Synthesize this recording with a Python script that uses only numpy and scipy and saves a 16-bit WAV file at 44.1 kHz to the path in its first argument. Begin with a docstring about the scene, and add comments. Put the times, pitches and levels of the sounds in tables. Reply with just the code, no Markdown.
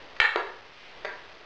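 """A gritty hiss and a faint touch, then a drink can clinks brightly on a capped glass bottle.
Two hollow knocks of the can, more faint touches and a soft rub follow in the small, bare room.
Each impact excites damped modes: the glass rings high, the hand-held can lower.
An 8-bit recorder adds the grit by quantisation and mirrors the ringing into the treble."""
import sys
import numpy as np
from scipy import signal
from scipy.fft import rfft, irfft, next_fast_len
from scipy.io import wavfile

SR = 44100
rng = np.random.default_rng(int(sys.argv[2]) if len(sys.argv) > 2 else 0)


def wav_out(sig):
    """Save sig, one row per channel (or a flat mono array), as 16-bit PCM at SR to the path in sys.argv[1]."""
    wavfile.write(sys.argv[1], SR, np.round(np.clip(np.atleast_2d(sig).T, -1, 1) * 32767).astype(np.int16))


N = 63945


def amp(db):
    """Amplitude ratio of a level in decibels."""
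    return 10 ** (np.asarray(db) / 20)


def along(points, hz):
    """Interpolation of (Hz, value) points on a logarithmic frequency axis."""
    freqs, values = np.transpose(points)
    return np.interp(np.log(hz + 1), np.log(freqs + 1), values)


def filtered(x, gain_db):
    """Minimum-phase filtering: folding the cepstrum makes the curve gain_db(hz) causal."""
    size = 2 * next_fast_len(len(x))
    gain = amp(gain_db(np.fft.rfftfreq(size, 1 / SR)))
    cepstrum = irfft(np.log(np.maximum(gain, 1e-6)))
    cepstrum[1:size // 2] *= 2
    cepstrum[size // 2 + 1:] = 0
    return irfft(rfft(x, size) * np.exp(rfft(cepstrum)))[:len(x)]


def noise(spectrum):
    """Spectral shaping of white noise, scaled to unit rms."""
    x = filtered(rng.standard_normal(N), lambda hz: along(spectrum, hz))
    return x / x.std()


# Room noise. Each row: frequency in Hz, relative spectral density in dB.
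AIR_SPECTRUM = [(25, 0), (60, -6), (150, -8.5), (280, -4), (450, 2.5), (800, -3), (1600, -8.5),
                (3000, -8.5), (5000, -18)]
# Its envelope. Each row: time in seconds, level in dB.
AIR_LEVELS = [(0, -48.5), (.12, -50.5), (.66, -55.5), (.8, -59), (1.0, -48.5), (1.45, -54)]
def room_noise():
    """Amplitude modulation: the level of a quiet, coloured noise drifts slowly."""
    level_db = np.interp(np.arange(N) / SR, *np.transpose(AIR_LEVELS))
    return amp(level_db) * noise(AIR_SPECTRUM)


# Skin on glass. Each row: frequency in Hz, relative spectral density in dB.
RUB_SPECTRUM = [(300, -28), (1000, -14.5), (2000, 0.5), (3200, 0), (5000, -11.5)]
def finger_rub(peak_s=.84, width_s=.094, peak_db=-52.5):
    """Friction noise swells and fades as fingers shift on the bottle."""
    swell = np.exp(-.5 * ((np.arange(N) / SR - peak_s) / width_s) ** 2)
    return amp(peak_db) * swell * noise(RUB_SPECTRUM)


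# Decay of the room. Each row: frequency in Hz, reverberation time (T60) in seconds.
REVERB_TIMES = [(150, 0.41), (400, 0.48), (1000, .58), (2000, .48), (4500, .38)]
# Colour of the reverberation. Each row: frequency in Hz, gain in dB.
REVERB_COLOUR = [(220, -3), (315, -10), (350, 2.5), (420, -1), (2000, 1.5), (4100, -2.5), (5200, -5.5)]
def in_room(rays, start_s, wet_db, first_echo_s=.012, early_db=-8.5):
    """Reverberation: sound radiated sideways adds a diffuse tail to the direct sound."""
    direct, sideways = rays
    freqs, frame_s, spectra = signal.stft(rng.standard_normal(SR), SR, nperseg=256)
    decay = amp(-60 * frame_s / along(REVERB_TIMES, freqs)[:, None])
    tail = signal.istft(spectra * decay, SR, nperseg=256)[1]
    t = np.arange(len(tail)) / SR
    tail *= amp(early_db * (t < first_echo_s))  # weaker until the walls answer
    tail = filtered(tail / np.linalg.norm(tail), lambda hz: along(REVERB_COLOUR, hz))
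    out = amp(wet_db) * signal.fftconvolve(sideways, tail)
    out[:len(direct)] += direct
    return np.pad(out, (round(start_s * SR), N))[:N]


def gripped(rays, edge_hz, grip_db=-13, radiation_hz=150.3):
    """Absorption by the hand weakens the low ring; a small body also radiates little bass."""
    loss_db = lambda hz: grip_db / (1 + ((hz + 1) / (edge_hz * .88)) ** 16)
    bass_cut = signal.butter(2, radiation_hz, "high", fs=SR, output="sos")
    return signal.sosfilt(bass_cut, [filtered(ray, loss_db) for ray in rays])


# Contact noise. Each row: frequency in Hz, relative spectral density in dB.
CRACK_SPECTRUM = [(100, -27.5), (300, -22), (700, 2), (1500, 3), (3000, -0.5), (4100, -1), (5500, -8.5)]
def strike(modes, rebound_s, rebound_db, crack_db, attack_s, crack_t60_s=.0087):
    """Modal superposition: an impact and its rebound each excite damped sines and a noisy crack."""
    t = np.arange(SR // 2) / SR
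    rays = np.zeros((2, len(t)))  # towards the microphone, sideways into the room
    for delay_s, contact_db in [(0, 0), (rebound_s, rebound_db)]:
        age = np.maximum(t - delay_s, 0)
        ring = np.zeros_like(rays)
        for hz, mode_db, t60, side_db in modes:
            scatter_db = rng.normal(0, 2)  # each contact shares its energy differently
            envelope = amp(mode_db + scatter_db - 60 * age / t60)
            ring += amp([[0], [side_db]]) * envelope * np.sin(2 * np.pi * hz * age)
        burst = amp(crack_db - 60 * age / crack_t60_s) * noise(CRACK_SPECTRUM)[:len(t)]
        crack = amp([[0], [-1]]) * burst  # slightly weaker sideways
        rays += amp(contact_db) * (ring + crack) * (1 - np.exp(-age / attack_s))
    return rays


# Modes of the can. Each row: frequency in Hz, level in dB, T60 in seconds, sideways gain in dB.
CAN_MODES = [(406.2, -11, 0.027, 0.5), (469.5, -11, .04, 1.5), (610.4, -0.5, 0.022, -6.5),
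             (716.6, -14, .02, 1.5), (935.4, -9.5, .02, 2.5), (1118.5, -11, 0.019, -4.5),
             (1328, -11.5, 0.025, -1), (1597, -17, .035, 1), (1671, -17.5, .045, 6.5),
             (1754, -16, 0.041, 1.5), (1885, -7, 0.035, -5.5), (2260, -11, 0.018, -4.5),
             (2858, -11, 0.0078, -6.5), (3512, -15, 0.014, -4), (4560, -16.5, 0.031, 3.5)]
# Knocks and touches. Each row: start in seconds, level in dB, rebound delay in seconds,
# rebound gain in dB, edge in Hz below which the grip absorbs.
CAN_KNOCKS = [(.1655, -36, 0.0046, -8.5, 1024), (.3589, -14.5, 0.0023, -8.5, 334.4),
              (1.0342, -50.5, 0.00096, -10.5, 1440), (1.0479, -21, .0050, -2, 459.3),
              (1.171, -43, 0.0025, -2.5, 693), (1.2945, -48, 0.005, 3.5, 438),
              (1.4118, -44.5, 0.0016, -11, 457)]
def can_knocks():
    """Shell resonance: the can rings hollowly, and the grip sets how much low ring is left."""
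    out = np.zeros(N)
    for start_s, db, rebound_s, rebound_db, grip_hz in CAN_KNOCKS:
        rays = strike(CAN_MODES, rebound_s, rebound_db, crack_db=-1.5, attack_s=.00022)
        out += amp(db) * in_room(gripped(rays, grip_hz), start_s, wet_db=.5)
    return out


# Modes of the bottle. Each row: frequency in Hz, level in dB, T60 in seconds, sideways gain in dB.
BOTTLE_MODES = [(862, -24.5, .033, 5.5), (1254, -31, 0.072, 6), (1460, -16.5, 0.014, 2.5),
                (1789, -22.5, .045, 5.5), (1850, -14.5, 0.038, 3), (2170, -14, 0.018, -0.5),
                (2291, -0.5, 0.012, -6), (2600, -7, 0.014, -3), (3026, -6, .016, -6.5),
                (3580, -15, 0.015, 7.5), (3903, -16.5, 0.052, 3), (4056, -17, .045, 5.5),
                (4980, -12.5, 0.035, -11.5)]
# The clink. Each row: start in seconds, level in dB, rebound delay in seconds, rebound gain in dB.
BOTTLE_CLINKS = [(0.2011, -10, .00224, -7.5)]
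def bottle_clink(thump_db=-33, thump_s=.0021):
    """Impulse excitation: the can's rim rings the glass; the microphone overloads with a low thump."""
    out = np.zeros(N)
    for start_s, db, rebound_s, rebound_db in BOTTLE_CLINKS:
        rays = strike(BOTTLE_MODES, rebound_s, rebound_db, crack_db=1, attack_s=.0001)
        out += amp(db) * in_room(gripped(rays, edge_hz=450), start_s, wet_db=3.5)
        thump_age = np.maximum(np.arange(N) / SR - start_s, 0) / thump_s
        out -= amp(thump_db) * thump_age * np.exp(1 - thump_age)
    return out


def scene():
    """Linear superposition of all sources at one microphone."""
    return (bottle_clink() + can_knocks() + room_noise() + finger_rub())[None]


# Response after the converter. Each row: frequency in Hz, gain in dB.
RECORDER_RESPONSE = [(30, 0.5), (200, -2.5), (600, 0), (1000, 1.5), (2000, 2.5), (3000, 0.5), (4000, -1.5),
                     (5000, -4.5), (6000, -12), (7000, -24.5), (8000, -34.5), (9200, -50), (10200, -65.5)]
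def record(dry, decimation=4, step=1 / 128, bias_steps=-.28, top_hz=10100):
    """Quantisation to 8 bits at a quarter of the rate; a gentle filter lets spectral images through."""
    slow = signal.resample_poly(dry[0], 1, decimation)
    quantised = step * np.round(slow / step + bias_steps)
    pulses = np.zeros(N)
    pulses[::decimation] = decimation * quantised  # the zeros between samples mirror the spectrum
    coloured = filtered(pulses, lambda hz: along(RECORDER_RESPONSE, hz))
    treble_cut = signal.butter(12, top_hz, fs=SR, output="sos")
    return signal.sosfilt(treble_cut, coloured)[None]


dry = scene()
out = record(dry)
wav_out(out)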